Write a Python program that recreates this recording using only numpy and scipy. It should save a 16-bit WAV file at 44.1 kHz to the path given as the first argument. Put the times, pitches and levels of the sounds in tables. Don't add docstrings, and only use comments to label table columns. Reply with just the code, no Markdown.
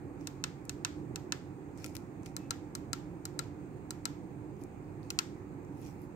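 import sys
import numpy as np
from scipy import signal
from scipy.fft import rfft, irfft, next_fast_len
from scipy.io import wavfile
from scipy.ndimage import uniform_filter1d

SR = 44100
rng = np.random.default_rng(int(sys.argv[2]) if len(sys.argv) > 2 else 0)


def dump(signal):
    limited = np.clip(np.atleast_2d(signal).T, -1, 1)
    pcm = np.round(limited * 32767).astype(np.int16)
    wavfile.write(sys.argv[1], SR, pcm)


def boost_factor(decibels):
    exponent = np.asarray(decibels, float) / 20
    return 10 ** exponent


N = 271215
TIME = np.arange(N) / SR
SIDES = np.array([[.5], [-.5]])

# f/Hz, level/dB, time to fade by 60 dB/s
CASE_AIR = [
    (1349, -2, 0.044),
    (946, -18, 0.069),
]


def unit(x):
    return x / np.sqrt(np.mean(x ** 2) + 1e-20)


def along(points, hz):
    f, *columns = np.transpose(points)
    return np.array([np.interp(np.log(hz + 1), np.log(f + 1), column) for column in columns])


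def curve(rows):
    return np.interp(TIME, *np.transpose(rows))


def filtered(x, response):
    length = x.shape[-1]
    m = next_fast_len(length + 8192)
    return irfft(rfft(x, m) * response(np.fft.rfftfreq(m, 1 / SR)), m)[..., :length]


def causal(db):
    cepstrum = irfft(np.log(boost_factor(db)))
    half = cepstrum.shape[-1] // 2
    cepstrum[..., 1:half] *= 2
    cepstrum[..., half + 1:] = 0
    return np.exp(rfft(cepstrum))


def patchy(patchy_db):
    z = signal.stft(rng.standard_normal((2, N + 512)), nperseg=512)[2]
    field = uniform_filter1d(rng.standard_normal(z.shape[1:]), 5, 0)
    field = uniform_filter1d(field, 12, 1)
    return signal.istft(z * boost_factor(patchy_db * unit(field)), nperseg=512)[1][:, :N]


def add(out, s, x):
    part = out[:, round(s * SR):][:, :x.shape[1]]
    part += x[:, :part.shape[1]]


def first_key():
    # dome snaps down t/s, snaps back t/s, force/dB
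    pushes = [
        (.2716, .4394, -25.5),
        (.6943, .8482, -23.8),
        (1.1584, 1.322, -24.8),
    ]
    # f/Hz, left level/dB, right level/dB
    modes = [(980, 0.0, 11.5), (1450, 10.5, 7.0), (1754, 1.0, 12.0), (2070, 8.5, 1.0), (2650, 15.0, 10.5),
             (3040, 11.0, -17.0), (3700, 14.5, 7.0), (4160, 16.5, 4.0), (4800, 7.0, 10.5),
             (5160, 11.5, -3.0), (5530, -3.0, 12.5), (5920, 11.0, 14.5), (7250, 9.5, 15.0),
             (7800, 12.0, 9.0), (10860, -2.5, -18.0), (12050, -13.0, 0.0), (13100, -8.0, -0.5),
             (1326, 0, 12.5), (6550, -11, 16.5), (8670, 6.5, 2.5), (9800, -5, -20), (14300, -18, -14),
             (15400, -22, -11)]
    return key(pushes, modes, lead_s=.00009, rebound_db=7.0, shift_db=1.1, press_db=2, release_db=-3.0,
               scatter_db=-17.0, hollow_db=-2, room_db=-42.0)


def arrow_key():
    # dome snaps down t/s, snaps back t/s, force/dB
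    pushes = [
        (2.3652, 2.5073, -24.8),
        (2.7517, 2.9309, -25),
        (3.2536, 3.3913, -25.2),
        (3.9066, 4.0543, -25),
    ]
    # f/Hz, left level/dB, right level/dB
    modes = [(950, -16.0, 6.0), (1367, 1.0, 16.0), (1740, 4.0, 10.5), (2130, 9.5, 6.0), (2320, -22.0, -1.0),
             (2555, 9.0, -3.0), (2970, 5.5, 6.0), (3520, -27.0, 0.0), (4030, 16.5, 12.5),
             (4610, 12.0, -14.0), (5030, 13.5, -13.0), (5470, 3.0, 9.0), (5750, 9.0, 9.0),
             (6550, 9.0, 12.5), (7380, 13.0, 9.0), (7850, 14.0, 2.0), (8140, 2.0, -3.0), (8680, 12.0, 5.0),
             (10110, -2.0, -15.0), (10680, 2.0, -17.0), (11470, -4.0, -11.0), (12200, 0.5, -13.0),
             (13500, -13.0, -4.0), (14660, -5.0, -13.0), (9000, 7.0, -16), (15500, -15, -10)]
    return key(pushes, modes, lead_s=.00016, rebound_db=6.5, shift_db=-1.8, press_db=4.0, release_db=-0.4,
               scatter_db=-14.5, hollow_db=21, room_db=-43.0)


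def last_key():
    # dome snaps down t/s, snaps back t/s, force/dB
    pushes = [
        (5.1038, 5.1888, -21.5),
    ]
    # f/Hz, left level/dB, right level/dB
    modes = [(1030, -6.0, 9.5), (1376, 14.0, 17.0), (2050, 9.0, -4.0), (2620, 17.0, 2.0),
             (2880, 13.0, 14.0), (3240, 10.0, -10.0), (3770, 12.0, 5.5), (4140, 16.0, 10.5),
             (5150, 14.0, 7.0), (5760, 15.5, 10.5), (6840, 11.5, 5.0), (7540, 9.0, 9.5), (8240, 8.0, -7.0),
             (10200, 3.5, -14.0), (11400, -2.0, -12.0), (12230, -12.0, -3.0), (13180, -17.0, -3.0),
             (13650, -14.0, -8.0), (14650, -15.0, -3.0), (15490, -13.0, -8.5), (8960, 5.8, -5),
             (4500, 17, 4)]
    return key(pushes, modes, lead_s=0.00015, rebound_db=9.5, shift_db=-1.0, press_db=3.5, release_db=-0.5,
               scatter_db=-16.5, hollow_db=14, room_db=-44.5)


def key(pushes, modes, lead_s, rebound_db, shift_db, press_db, release_db, scatter_db, hollow_db, room_db):
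    # f/Hz, level/dB
    wall_colour = [(500, -10.5), (1300, 9.5), (2500, 0.5), (4500, -2), (7500, -3.5), (8800, -13),
                   (9600, -23.5), (13000, -9), (16000, -19)]
    mode_scatter_db = 0.87
    case_lag_s, case_hz = .0012, 2090
    out, t = np.zeros((2, N)), np.arange(3000) / SR
    echoes = rng.standard_normal((2, len(t)))

    snaps = []
    for down_s, up_s, force_db in pushes:
        snaps.append((down_s, force_db, shift_db, press_db))
        snaps.append((up_s, force_db + rebound_db, -shift_db, release_db))

    for s, db, pan_db, bright_db in snaps:
        fresh = 0.3 * rng.standard_normal(echoes.shape)
        path = boost_factor(scatter_db - 60 * t / 0.014) * (echoes + fresh)
        path[:, 0] = 1
        shaken = np.array(modes) + mode_scatter_db * rng.standard_normal((len(modes), 1)) * [0, 1, 1]

        def tilt(hz):
            return bright_db * np.clip(np.log2(hz / 5500 + 1e-9), -.6, 2)

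        def ringing(hz):
            thin_db = -12 * np.clip(np.log2(900 / (hz + 20)), 0, 4)
            delay_s = np.array([[0], [lead_s]])
            late = np.exp(-2j * np.pi * hz * delay_s)
            slow = np.exp(-2j * np.pi * case_lag_s * case_hz * np.tanh(hz / case_hz))
            return causal(modes_db(shaken, hollow_db, hz) + tilt(hz) + thin_db) * late * slow

        direct = boost_factor(db + 9.5 + pan_db * SIDES) * filtered(evened(path), ringing)
        add(out, s + .0003, direct)
        walls = filtered(room(wall_colour), lambda hz: boost_factor(.8 * tilt(hz)))
        add(out, s, boost_factor(db + room_db) * walls)
    return out


def modes_db(modes, hollow_db, f):
    panel = 0
    for hz, left_db, right_db in modes:
        width_hz = 75 + 0.044 * hz
        panel = panel + boost_factor([[left_db], [right_db]]) ** 2 / (1 + (2 * (f - hz) / width_hz) ** 2) ** 1.69
    air = sum(boost_factor(db + hollow_db) ** 2 / (1 + (t60 * (f - hz) / 0.86) ** 2) for hz, db, t60 in CASE_AIR)
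    return 10 * np.log10(panel + air)


def evened(path):
    def flatten(hz):
        power = np.abs(rfft(path, 2 * len(hz) - 2)) ** 2
        return causal(-10 * np.log10(uniform_filter1d(power, len(hz) // 90, axis=1)))
    return filtered(path, flatten)


def room(colour):
    # f/Hz, time to fade by 60 dB/s
    fade_times = [(500, 0.2), (2000, 0.3), (5000, 0.41), (9000, 0.4), (15000, 0.22)]
    hz, t, z = signal.stft(rng.standard_normal((2, SR // 3)), SR, nperseg=256)
    fading = boost_factor(along(colour, hz).T - 60 * t / along(fade_times, hz).T)
    tail = signal.istft(z * fading, SR, nperseg=256)[1]
    rise = np.clip(np.arange(tail.shape[1]) / SR / 0.0013 - 1, 0, 1)
    return rise * unit(tail)


def creak():
    start_s, hold_s, edge_s = 2.41, 0.049, .04
    outside_s = np.maximum(start_s - TIME, TIME - start_s - hold_s)
    level = boost_factor(-66.5) * np.clip(1 - outside_s / edge_s, 0, 1)
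    drift = 1.6 * unit(uniform_filter1d(rng.standard_normal(N), size=700))
    return level * np.sin(2 * np.pi * 2605 * TIME + drift)


def glove():
    # t/s, peak level/dB, f/Hz, left-right/dB, knock level/dB
    ticks = [(0.2114, -48, 6200, -6, -15), (0.653, -41, 8700, 2, -33), (1.776, -44.5, 7650, 5, -12),
             (1.782, -48, 6310, 1, -17), (1.8438, -30, 5570, 4.5, -7), (1.8507, -52, 5600, 2, -16),
             (1.8623, -32.5, 8060, 4, -12), (1.9524, -37.5, 11500, 18, -15.5), (1.955, -36, 5900, 3, -8),
             (1.9672, -30.5, 4150, 11, -20.5), (2.226, -56, 8750, 4.5, -13), (2.2327, -47, 7240, -6, -15),
             (2.2605, -36.5, 7040, -4, -8), (2.2646, -41.5, 4500, 4, -3.5), (4.567, -56, 6550, -2.0, -9),
             (4.6376, -43, 8500, 12.5, -28), (4.8435, -57, 5200, 0.5, -20), (5.031, -51.5, 4240, -16, -15),
             (5.6494, -53, 6540, -4.5, -7), (5.7722, -55, 8680, 3, -20), (5.7804, -55, 8700, 9, -20),
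             (5.8162, -49.5, 10500, 14, -25), (6.0185, -49, 12500, 3, -25), (6.041, -57, 13000, 3, -25)]
    # f/Hz, level per Hz/dB
    skin_colour = [(1470, -10.5), (2500, 2.5), (2700, -4.5), (3440, -9), (5740, -1.5), (10000, -9.5),
                   (15200, -9.5), (16000, -21.5)]
    out, t = np.zeros((2, N)), np.arange(2000) / SR

    def bump(f, centre_hz, octaves):
        return np.exp(-(np.log2(f / centre_hz + 1e-9) / octaves) ** 2)

    for s, db, hz, pan_db, body_db in ticks:
        fade = boost_factor(-60 * t / .0035) + boost_factor(-20 - 60 * t / .025)
        slip = rng.standard_normal((2, len(t))) * fade
        focus_db = np.clip(8.5 - 0.35 * (db + 35), 7, 18)

        def skin(f):
            fold_db = focus_db * (bump(f, hz, 0.38) - 1)
            knock_db = (body_db + 17.0) * bump(f, 2540, 0.58)
            return causal(along(skin_colour, f) * .5 + 7 + fold_db + knock_db)

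        add(out, s, boost_factor(db + 12.5 + pan_db * SIDES) * filtered(evened(slip), skin))
        add(out, s, boost_factor(db + body_db - 6.0) * hollow(t)[None])
        add(out, s, boost_factor(db - 45.5) * room(skin_colour))

    rub = (lambda hz: hz < 9300, strokes(0.97, 0))
    finest_brush = (lambda hz: hz >= 9300, strokes(0.99, 1))
    for band, level in (rub, finest_brush):
        grain = boost_factor(3.2 * unit(uniform_filter1d(rng.standard_normal(N), 60)))
        crackle = filtered(grain * patchy(patchy_db=2.0), lambda hz: boost_factor(along(skin_colour, hz)) * band(hz))
        out += boost_factor(-1.5) * level * unit(crackle)
    return out


def strokes(fade, brush):
    # fastest moment t/s, rub level/dB, rise/s, fall/s, finest brush over rub/dB
    slides = [
        (.21, -66, .03, .13, -15),
        (1.79, -62, .03, .12, -11),
        (1.855, -56.5, 0.051, .06, -8),
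        (1.965, -70, .05, .08, -5),
        (2.265, -61, 0.03, .06, -15),
        (4.615, -66, .025, .04, -2),
        (5.04, -68, .02, .2, -13.5),
        (5.865, -60, .12, .09, -5),
        (6.03, -72, .045, .04, 6),
    ]
    fade_db = 15.5
    total = 0
    for s, db, rise_s, fall_s, brush_db in slides:
        away = np.maximum((s - TIME) / rise_s, (TIME - s) / fall_s)
        total = total + boost_factor(db + brush * brush_db - fade * fade_db * away ** 1.17)
    return total


def hollow(t):
    ring = sum(boost_factor(db - 60 * t / t60) * np.sin(2 * np.pi * hz * t) for hz, db, t60 in CASE_AIR)
    return ring * (1 - np.exp(-t / 0.0013))


def drone():
    # f/Hz, level per Hz/dB
    fan_colour = [(21, -52), (39, -12), (64, -11.5), (98, -3), (173, -5.5), (203, -8), (246, -10), (302, 1),
                  (340, -7), (417, -10), (442, -15.5), (476, -12), (629, -22), (784, -16.5), (1200, -39),
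                  (1560, -48.5), (2640, -120)]
    # f/Hz, width/Hz, level/dB
    duct_humps = [
        (140.6, 16, 5),
        (170.7, 11, 3.5),
        (284.3, 15.5, 2),
        (358.9, 11.2, 7.5),
        (405, 5.6, 2.5),
        (840, 20, 1),
    ]
    # t/s, level/dB
    swell = [(0.0, -45.5), (0.56, -47.5), (1.15, -45), (1.44, -47.5), (2.91, -45.5), (3.03, -47),
             (3.46, -46), (4.01, -47), (4.21, -46), (5.41, -47.5), (5.7, -46), (6.15, -48)]
    # f/Hz, likeness from 0 to 1
    likeness = [(35, 0.7), (60, 0.99), (130, 0.9), (300, 0.93), (500, 0.58), (800, 0.6), (1200, 0)]
    # f/Hz, left-right/dB
    lean = [(40, -8), (110, -7.5), (200, -6.5), (380, -5), (600, 0), (900, -7.5)]

    def air(f):
        ducts_db = sum(db / (1 + (2 * (f - hz) / width_hz) ** 2) for hz, width_hz, db in duct_humps)
        turn = np.arccos(np.clip(along(likeness, f)[0], -1, 1)) / 2
        return boost_factor(along(fan_colour, f) + ducts_db) * [np.cos(turn), np.sin(turn)]

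    def sideways(f):
        lead = np.exp(1j * np.pi * f * 0.00019 * np.array([[1], [-1]]))
        return boost_factor(along(lean, f) * SIDES) * lead

    mid, side = filtered(patchy(patchy_db=0.5), air)
    pair = filtered(np.array([mid + side, mid - side]), sideways)
    return boost_factor(curve(swell) + 2) * unit(pair)


def hiss():
    # f/Hz, left level/dB, right level/dB
    hiss_colour = [(500, -120, -120), (871, 5, 7.5), (1486, -4.5, -0.5), (2490, -7, -5.5),
                   (3070, -24.5, -18), (4500, -20, -19), (6000, -35, -23), (6300, -23, -13),
                   (7660, -21.5, -14.5), (8700, -13.5, -20), (9800, -32, -32), (12400, -28, -26),
                   (15700, -29, -20.5), (16000, -60, -61.5)]
    return boost_factor(-62) * unit(filtered(patchy(patchy_db=1.04), lambda hz: boost_factor(along(hiss_colour, hz))))


def scene():
    keys = first_key() + arrow_key() + last_key()
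    return keys + creak() + glove() + drone() + hiss()


def low_pass(x):
    return signal.sosfilt(signal.butter(12, 16760, fs=SR, output="sos"), x)


def record(dry):
    mix = filtered(dry, lambda hz: boost_factor(-30 * np.clip((hz - 15700) / 900, 0, 3)))
    return low_pass(mix)


dry = scene()
out = record(dry)
dump(out)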